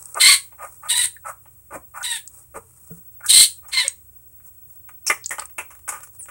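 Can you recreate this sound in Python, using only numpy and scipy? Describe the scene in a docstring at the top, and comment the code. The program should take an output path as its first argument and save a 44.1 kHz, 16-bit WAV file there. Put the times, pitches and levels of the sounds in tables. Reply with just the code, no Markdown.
"""A baby raccoon screeches five times in a tub, close by, its vocal folds straining, and pants in between.
Then it sucks at a bottle: wet lip smacks, tongue clicks, bursting milk bubbles, air squeaking at the teat.
Its fur slides under the hand that holds it and its body bumps the tub, whose walls throw its voice back.
There are a few faint knocks; the small room has a low hum and a thin, high electrical whistle."""
import sys
import numpy as np
from scipy import signal
from scipy.fft import rfft, irfft, next_fast_len
from scipy.io import wavfile
from scipy.ndimage import uniform_filter1d, minimum_filter1d

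SR = 44100
rng = np.random.default_rng(int(sys.argv[2]) if len(sys.argv) > 2 else 0)


def file_out(sig):
    """Save sig as 16-bit WAV at sys.argv[1]."""
    # one column per channel
    cols = np.atleast_2d(sig).T
    # limit, then scale
    lim = np.clip(cols, -1, 1)
    pcm = np.round(lim * 32767).astype(np.int16)
    wavfile.write(sys.argv[1], SR, pcm)


N = 277830
TIME = np.arange(N) / SR


def gain_of(db):
    return 10 ** (np.asarray(db) / 20)


def unit_rms(x):
    return x / np.sqrt(np.mean(x ** 2) + 1e-20)


def at_hz(points, hz):
    """Interpolates (f, value) points on a log-frequency axis."""
    f, value = np.transpose(points)
    return np.interp(np.log(hz + 1), np.log(f), value)


def span(length_s):
    return TIME[:round(length_s * SR)]


def add(mix, start_s, sound):
    part = mix[max(round(start_s * SR), 0):][:len(sound)]
    part += sound[:len(part)]


def filtered(x, gain_at_hz):
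    size = next_fast_len(2 * len(x))
    return irfft(rfft(x, size) * gain_at_hz(np.fft.rfftfreq(size, 1 / SR)), size)[:len(x)]


def coloured(x, spectrum):
    """Filters x by (f/Hz, level/dB) points; rms 1."""
    return unit_rms(filtered(x, lambda hz: gain_of(at_hz(spectrum, hz))))


def lowpass(x, edge_hz, order=12):
    return filtered(x, lambda hz: 1 / (1 + (hz / edge_hz) ** order))


def noise(t):
    whole_seconds = len(t) // SR + 1
    return rng.standard_normal(whole_seconds * SR)[:len(t)]


def wander(t, rate_hz):
    """Random drift up to about rate_hz; rms 1."""
    return unit_rms(lowpass(noise(t), rate_hz, order=4))


def resonate(x, hz, width_hz):
    """Unity-gain resonance that follows the curve hz."""
    carrier = np.exp(2j * np.pi * np.cumsum(hz) / SR)
    pole = np.exp(-np.pi * width_hz / SR)
    return 2 * (carrier * signal.lfilter([1 - pole], [1, -pole], x / carrier)).real


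def fuzzy_tone(t, hz, width_hz):
    """Noise through three equal resonances; rms 1."""
    x = noise(t)
    for _ in range(3):
        x = resonate(x, np.broadcast_to(hz, t.shape), width_hz)
    return unit_rms(x)


# room air spectrum: f/Hz, relative level/dB
AIR_SPECTRUM = [(25, -19.5), (42, -6.5), (65, 3.5), (130, -8), (200, -12), (400, -18), (1000, -29),
                (2500, -29.5), (4200, -37.5), (6500, -30), (8250, -13), (10000, -20.5), (15000, -17)]
# hum partials: f/Hz, level/dB
HUM_PARTIALS = [(59, -65.5), (86, -63.5), (119, -65.5)]
# whistle envelope: t/s, relative level/dB
WHISTLE_ENVELOPE = [(0, -46), (1.1, -47.5), (1.7, -52), (2.15, -44), (2.7, -60.5), (2.9, -44), (4.2, -47.5),
                    (4.6, -44.5), (6.3, -46.5)]


def background(air_db=-55.5, whistle_hz=15736, tremolo_hz=11.5):
    """Room air, a wavering low hum and a thin, high electrical whistle with a fast tremolo added."""
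    air = gain_of(air_db) * coloured(noise(TIME), AIR_SPECTRUM)
    hum = sum(gain_of(db + 3 * wander(TIME, 5)) * np.sin(2 * np.pi * hz * TIME + wander(TIME, 4.5))
              for hz, db in HUM_PARTIALS)
    tremolo = 1 + .45 * np.sin(2 * np.pi * tremolo_hz * TIME + wander(TIME, 2))
    whistle_db = np.interp(TIME, *np.transpose(WHISTLE_ENVELOPE)) - 1 + 2 * wander(TIME, 35)
    whistle = gain_of(whistle_db) * tremolo * np.sin(2 * np.pi * whistle_hz * TIME)
    return air + np.sqrt(2) * (hum + whistle)


# high hiss of fur and nose: f/Hz, relative level/dB
HISS_SPECTRUM = [(3500, -36.5), (5500, -19.5), (7000, -10.5), (8300, 1), (10500, -8.5), (13000, -16.5),
                 (16000, -20)]
# dull rush of body rub and airway: f/Hz, relative level/dB
RUSH_SPECTRUM = [(150, -33), (420, -3.5), (750, -4.5), (1250, 1), (1700, -12), (2400, -14.5), (3200, -38),
                 (4500, -51)]
# hand strokes: centre t/s, level/dB, half-width/s
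STROKES = [(0.003, -46, 0.27), (0.709, -51, 0.091), (2.373, -49, 0.057), (2.84, -55.5, 0.17),
           (2.975, -59.5, 0.024), (4.47, -51, 0.0196), (4.727, -61, .04), (6.156, -54.5, 0.027)]


def fur_rustle(rub_db=-15, resting_db=-63, grain_db=3):
    """Fur slides under the hand with a grainy hiss; the body rubs dully on the tub."""
    strokes = sum(gain_of(db) * np.exp(-((TIME - s) / width_s) ** 2) for s, db, width_s in STROKES)
    grains = noise(TIME) * gain_of(grain_db * wander(TIME, 120))
    friction = coloured(grains, HISS_SPECTRUM) + gain_of(rub_db) * coloured(grains, RUSH_SPECTRUM)
    return (gain_of(resting_db) + strokes) * friction


# tongue clicks: t/s, peak level/dB, f/Hz
CLICKS = [(0.0265, -27, 8100), (0.0567, -22.5, 8800), (0.1451, -18, 8330), (1.057, -8.5, 8540),
          (1.1653, -32.5, 1810), (2.029, -23, 6520), (2.2761, -23.5, 8340), (3.8804, -1.5, 8440),
          (5.26, -10, 7330), (5.264, -17.5, 6700), (5.2933, -16.5, 8330), (5.3966, -14, 8500),
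          (5.456, -23, 8784)]


def tongue_clicks(decay_cycles=9.8, droop=.066, rise_s=.0001, fizz=.48):
    """A film of spit snaps; a tiny cavity rings, its pitch falling as it opens."""
    out, t = np.zeros(N), TIME[:SR // 40]
    for start_s, peak_db, hz in CLICKS:
        fade = np.exp(-t * hz / decay_cycles)
        tone = np.sin(2 * np.pi * np.cumsum(hz * (1 + droop * (2 * fade - 1))) / SR)
        snap = (1 - np.exp(-t / rise_s)) ** 2 * fade * (tone + fizz * fuzzy_tone(t, hz, hz / 2))
        snap = lowpass(snap, 1.1 * hz, order=8) - lowpass(snap, hz / 2, order=6)
        add(out, start_s, gain_of(peak_db) * snap / abs(snap).max())
    return out


# pants: t/s, length/s, relative level/dB, wheeze start f/Hz, end f/Hz, wheeze share/0-1
PANTS = [(0.146, 0.052, -26.5, 750, 1510, .3), (0.578, 0.1, -34.5, 936, 1496, 0.16),
         (0.821, 0.065, -36, 1190, 1270, 0.48), (1.24, 0.081, -27, 1400, 1100, 0.6),
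         (1.703, 0.074, -31.5, 1331, 450, 0.35), (1.745, 0.036, -45.5, 270, 220, .9),
         (1.936, 0.06, -31.5, 1170, 1290, 0.41), (1.979, 0.063, -34, 1300, 1610, 0.51),
         (2.539, 0.045, -31, 543, 417, 0.54), (3.2, 0.016, -43, 1200, 1400, .4),
         (3.226, 0.045, -34, 1450, 1600, 0.77), (3.622, 0.054, -50.5, 1017, 1104, 0.05)]


def pant(length_s, level_db, from_hz, to_hz, share, hiss_db=-9):
    """Air wheezes through the cub's narrow airway, then hisses in its nose."""
    t = span(length_s)
    rush = coloured(noise(t), RUSH_SPECTRUM)
    rush = unit_rms(rush - lowpass(rush, min(from_hz, to_hz) / 2))
    wheeze = fuzzy_tone(t, np.geomspace(from_hz, to_hz, len(t)), width_hz=260)
    hiss = gain_of(hiss_db) * np.linspace(.3, 1.4, len(t)) * coloured(noise(t), HISS_SPECTRUM)
    swell_db = np.interp(t / length_s, [0, .6, 1], [-13, -1, -14]) + 2 * wander(t, 88)
    breath = unit_rms((1 - share) * rush + share * wheeze) + hiss
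    return gain_of(level_db + swell_db) * breath * signal.windows.tukey(len(t), .25)


def roughness(t, length_s, middle, onset=.9):
    """Noisy share of the voice: high at the onset, settling, rising again at the end."""
    settle_s = min(.027, length_s / 4)
    starting = np.exp(-(t / settle_s) ** 2)
    ending = np.exp(-np.maximum(length_s - t, 0) / settle_s) / 2
    return np.clip(middle + (onset - middle) * np.maximum(starting, ending), .2, .95)


def vocal_folds(t, hz, rough):
    """Strained folds slip between a wavering pitch and rasping puffs of air."""
    jitter = 1 + .035 * rough * wander(t, 400) + .045 * rough * wander(t, 60)
    phase = 2 * np.pi * np.cumsum(hz * jitter) / SR
    tone = np.zeros(len(t))
    for k in range(1, 16):
        swell = gain_of(3.5 * wander(t, 45))  # the head jerks about in the tub
        offset = 2 * np.pi * rng.random() * (k not in (2, 4))  # 2 and 4 are reinforced in phase below
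        tone += swell * np.cos(k * phase + offset)
    # the mouth is tuned to harmonic 4
    tone = lowpass(unit_rms(tone), 8000, order=2) + .45 * np.cos(4 * phase)
    # the fundamental drops out as the voice breaks up
    tone -= np.minimum(rough / .8, 1) ** 4 * lowpass(tone, 1400)
    puffs = unit_rms((1 + .6 * np.cos(phase)) * noise(t))
    rasp = puffs - lowpass(puffs, 1500, order=6) + gain_of(2) * resonate(puffs, 4 * hz, 400)
    blend = ((1 - rough) * tone + rough * rasp) / np.hypot(1 - rough, rough)
    second_harmonic = gain_of(-9) * (1 - rough) ** 2 * np.cos(2 * phase)
    return (blend + second_harmonic) * gain_of(1.8 * wander(t, 110))


# throat and open mouth: f/Hz, relative level/dB
THROAT_SPECTRUM = [(520, -10.5), (1000, -15.5), (1400, -10), (2100, -7), (2550, -10), (3200, -5.5),
                   (4000, -4), (5200, -16), (7000, -14), (8400, 4), (9400, -1), (11200, -12),
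                   (15500, -18.5)]
# screeches, the last with a short extra push: t/s, length/s, relative level/dB, swell/dB, f/Hz,
# end f/Hz, roughness/0-1, low band/dB, top band/dB, catch delay/s, catch depth/dB
SCREECHES = [(0.193, 0.16, -10, 11, 1064, 1078, 0.45, -5.5, -1.5, .043, 1),
             (0.884, 0.16, -20.5, 3, 962, 944, 0.34, -6, 3.5, 0.059, 7.5),
             (2.027, .14, -27, 3.5, 978, 848, 0.29, -5, 0.5, 0.038, 2.5),
             (3.282, 0.16, -10, 4.5, 1039, 1076, .56, -19.5, 1, .042, 9),
             (3.713, 0.13, -16.5, 17, 1080, 847, .34, -6, -9, 0.0472, 4.5),
             (3.84, .026, -33, 2, 562.4, 530, 0.27, 1.5, -2, 0.0042, -8)]


def screech(length_s, level_db, swell_db, pitch_hz, end_hz, rough, low_db, top_db, catch_s, catch_db,
            attack_s=.018, release_s=.014, turn=.36):
    """One push of breath drives the folds, catching briefly; throat and mouth colour it."""
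    t = span(length_s + 5 * release_s)
    progress = np.minimum(t / length_s, 1)
    catch = np.exp(-((t - catch_s) / .009) ** 2)
    envelope = np.minimum(t / attack_s, 1) * np.exp(-np.maximum(t - length_s, 0) / release_s)
    scoop = np.maximum(1 - progress / turn, 0) ** 2
    glide = (np.maximum(progress - turn, 0) / (1 - turn)) ** 2
    hz = pitch_hz * (1 - .02 * scoop - .03 * catch) + (end_hz - pitch_hz) * glide
    voice = coloured(vocal_folds(t, hz, roughness(t, length_s, rough)), THROAT_SPECTRUM)
    low, top = lowpass(voice, 2800), voice - lowpass(voice, 6900)
    arch_db = -swell_db * (2 * progress - 1) ** 2
    closing_db = progress - .5  # the closing mouth shifts power to the low band
    voice = (gain_of(low_db + arch_db + closing_db) * unit_rms(low)
             + gain_of(arch_db - closing_db) * unit_rms(voice - low - top)
             + gain_of(top_db + .6 * arch_db) * unit_rms(top))
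    return gain_of(level_db - 3 - catch_db * catch) * envelope * voice


# hollow body: f/Hz, relative level/dB
HOLLOW_SPECTRUM = [(150, -30), (400, -4.5), (700, -3), (1150, 4.5), (1700, -3), (2300, 0), (3200, -11),
                   (4500, -34.5), (8000, -44)]
# treble spray: f/Hz, relative level/dB
SPRAY_SPECTRUM = [(2500, -22.5), (4200, -24.5), (5700, -6.5), (8300, 6), (10500, 1), (12500, -7),
                  (16000, -13.5)]
# lip smacks, and faint knocks at 0.521, 1.455, 4.399 and 4.888 s:
# t/s, relative hollow level/dB, relative spray level/dB, ring f/Hz, decay/s
SMACKS_AND_KNOCKS = [(0.521, -52.5, -69.5, 869, 0.014), (1.455, -51.5, -60.5, 823, 0.01),
                     (3.261, -48, -19.5, 1550, 0.011), (3.684, -49, -36, 1052, 0.021),
                     (4.399, -60.5, -69, 1560, .009), (4.888, -43.5, -42, 1145, 0.0066),
                     (5.066, -38.5, -17.5, 2520, 0.024), (5.099, -13.5, -18, 2050, 0.0087),
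                     (5.307, -29.5, -23.5, 1820, .02), (5.382, -32, -31.5, 1100, 0.015),
                     (5.419, -29, -30, 1293, 0.0027), (5.582, -26, -25, 2350, 0.013),
                     (5.704, -46, -40.5, 1187, 0.017), (5.878, -31.5, -26, 1203, 0.0065),
                     (5.888, -29, -17.5, 1120, 0.01), (5.921, -35.5, -30.5, 1110, 0.033),
                     (6.031, -49, -33, 1368, 0.011), (6.284, -40.5, -40, 1240, .011)]


def smacks_and_knocks(rise_s=.00042):
    """Lip smacks and a few faint knocks: each a burst of crackle, a hollow ring and a treble spray."""
    out, t = np.zeros(N), TIME[:SR // 8]
    for start_s, hollow_db, spray_db, hz, decay_s in SMACKS_AND_KNOCKS:
        burst = (1 - np.exp(-t / rise_s)) * np.exp(-(t / decay_s) ** .91)
        crackle = burst * gain_of(3 * wander(t, 900))
        hollow = coloured(crackle * noise(t), HOLLOW_SPECTRUM) * np.std(burst)
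        ring = burst * fuzzy_tone(t, hz, width_hz=670)
        spray = coloured(crackle * noise(t), SPRAY_SPECTRUM) * np.std(burst)
        add(out, start_s, gain_of(hollow_db + 1) * (hollow + ring) + gain_of(spray_db - 2) * spray)
    return out


# tub wall modes: f/Hz, relative level/dB, t60/s
TUB_MODES = [(168, 0, .11), (215, -4, .09), (330, -8, .08), (430, -11, .08), (1400, -19, .1)]
# body bumps: t/s, relative level/dB
BUMPS = [(1.738, -49.5), (2.555, -48.5), (2.902, -35.5), (2.969, -48)]


def tub_bumps(contact_s=.007):
    """A soft body scuffs against the tub and sets its wall ringing."""
    out, t = np.zeros(N), TIME[:SR // 5]
    ring = sum(gain_of(db - 60 * t / t60) * np.sin(2 * np.pi * hz * t) for hz, db, t60 in TUB_MODES)
    for start_s, level_db in BUMPS:
        scuff = noise(t) * t / contact_s * np.exp(-t / contact_s)
        thud = signal.fftconvolve(scuff, ring)[:len(t)]
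        add(out, start_s, 2 * gain_of(level_db) * thud / abs(thud).max())
    return out


# teat squeaks: t/s, length/s, level/dB, start f/Hz, end f/Hz
SQUEAKS = [(5.064, 0.023, -23, 6120, 5380), (5.241, 0.0037, -33, 6800, 3740),
           (5.394, 0.00593, -37, 4630, 3970), (6.188, 0.061, -38, 9930, 7280)]


def teat_squeak(length_s, level_db, from_hz, to_hz):
    """Air drawn through the teat whistles, its pitch falling ever faster."""
    t = span(length_s)
    hz = from_hz + (to_hz - from_hz) * (t / length_s) ** 1.41
    return gain_of(level_db) * fuzzy_tone(t, hz, width_hz=1300) * signal.windows.tukey(len(t), .3)


def milk_bubbles(start_s=5.1, end_s=6.3, per_s=14, loudest_db=-32, spread_db=16.5, decay_s=.0014):
    """Tiny bubbles burst at random around the teat while the cub sucks."""
    out, t = np.zeros(N), span(.02)
    length_s = end_s - start_s
    for when, faintness in rng.random((round(per_s * length_s), 2)):
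        burst = np.exp(-t / decay_s) * noise(t)
        pop = coloured(burst, SPRAY_SPECTRUM) + gain_of(-6) * coloured(burst, HOLLOW_SPECTRUM)
        peak = gain_of(loudest_db - spread_db * faintness)
        add(out, start_s + when * length_s, peak * pop / abs(pop).max())
    return out


def reflections(x, delay_s, t60_curve, taps_per_s=3000):
    """Sparse wall echoes of random sign and total energy 1, decaying by (f/Hz, t60/s) points."""
    size = SR // 2
    taps = rng.choice([-1., 1.], size) * (rng.random(size) < taps_per_s / SR) * (TIME[:size] > delay_s)
    hz, t, bands = signal.stft(taps, SR, nperseg=128)
    tail = signal.istft(bands * gain_of(-60 * t / at_hz(t60_curve, hz)[:, None]), SR)[1]
    return signal.fftconvolve(x, tail / np.linalg.norm(tail))[:N]


# room decay: f/Hz, t60/s
ROOM_T60 = [(250, .25), (1000, .22), (2200, .22), (4000, .21), (8500, .27), (15000, .17)]


def scene(tub_db=-3, tub_t60_s=.079, room_db=-12, click_send_db=-9):
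    """The cub faces into the tub, whose walls answer at once; the room rings on behind."""
    direct = smacks_and_knocks() + milk_bubbles()
    for source, events in (screech, SCREECHES), (pant, PANTS), (teat_squeak, SQUEAKS):
        for start_s, *settings in events:
            add(direct, start_s, source(*settings))
    clicks, bumps = tongue_clicks(), tub_bumps()
    send = direct + gain_of(click_send_db) * clicks
    tub = gain_of(tub_db) * reflections(send, .0015, [(1000, tub_t60_s)])
    room = gain_of(room_db) * reflections(send + bumps, .0084, ROOM_T60)
    return (direct + clicks + bumps + tub + room + fur_rustle() + background())[None]


def record(dry, ceiling=.9, edge_hz=15900):
    """Fast peak limiter, then a steep low-pass."""
    headroom = np.minimum(1, ceiling / (abs(dry) + 1e-9))
    gain = uniform_filter1d(minimum_filter1d(headroom, 5), 5)
    band_limit = signal.firwin(1023, edge_hz, window=("kaiser", 8), fs=SR)
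    return signal.oaconvolve(dry * gain, band_limit[None], "same")


dry = scene()
out = record(dry)
file_out(out)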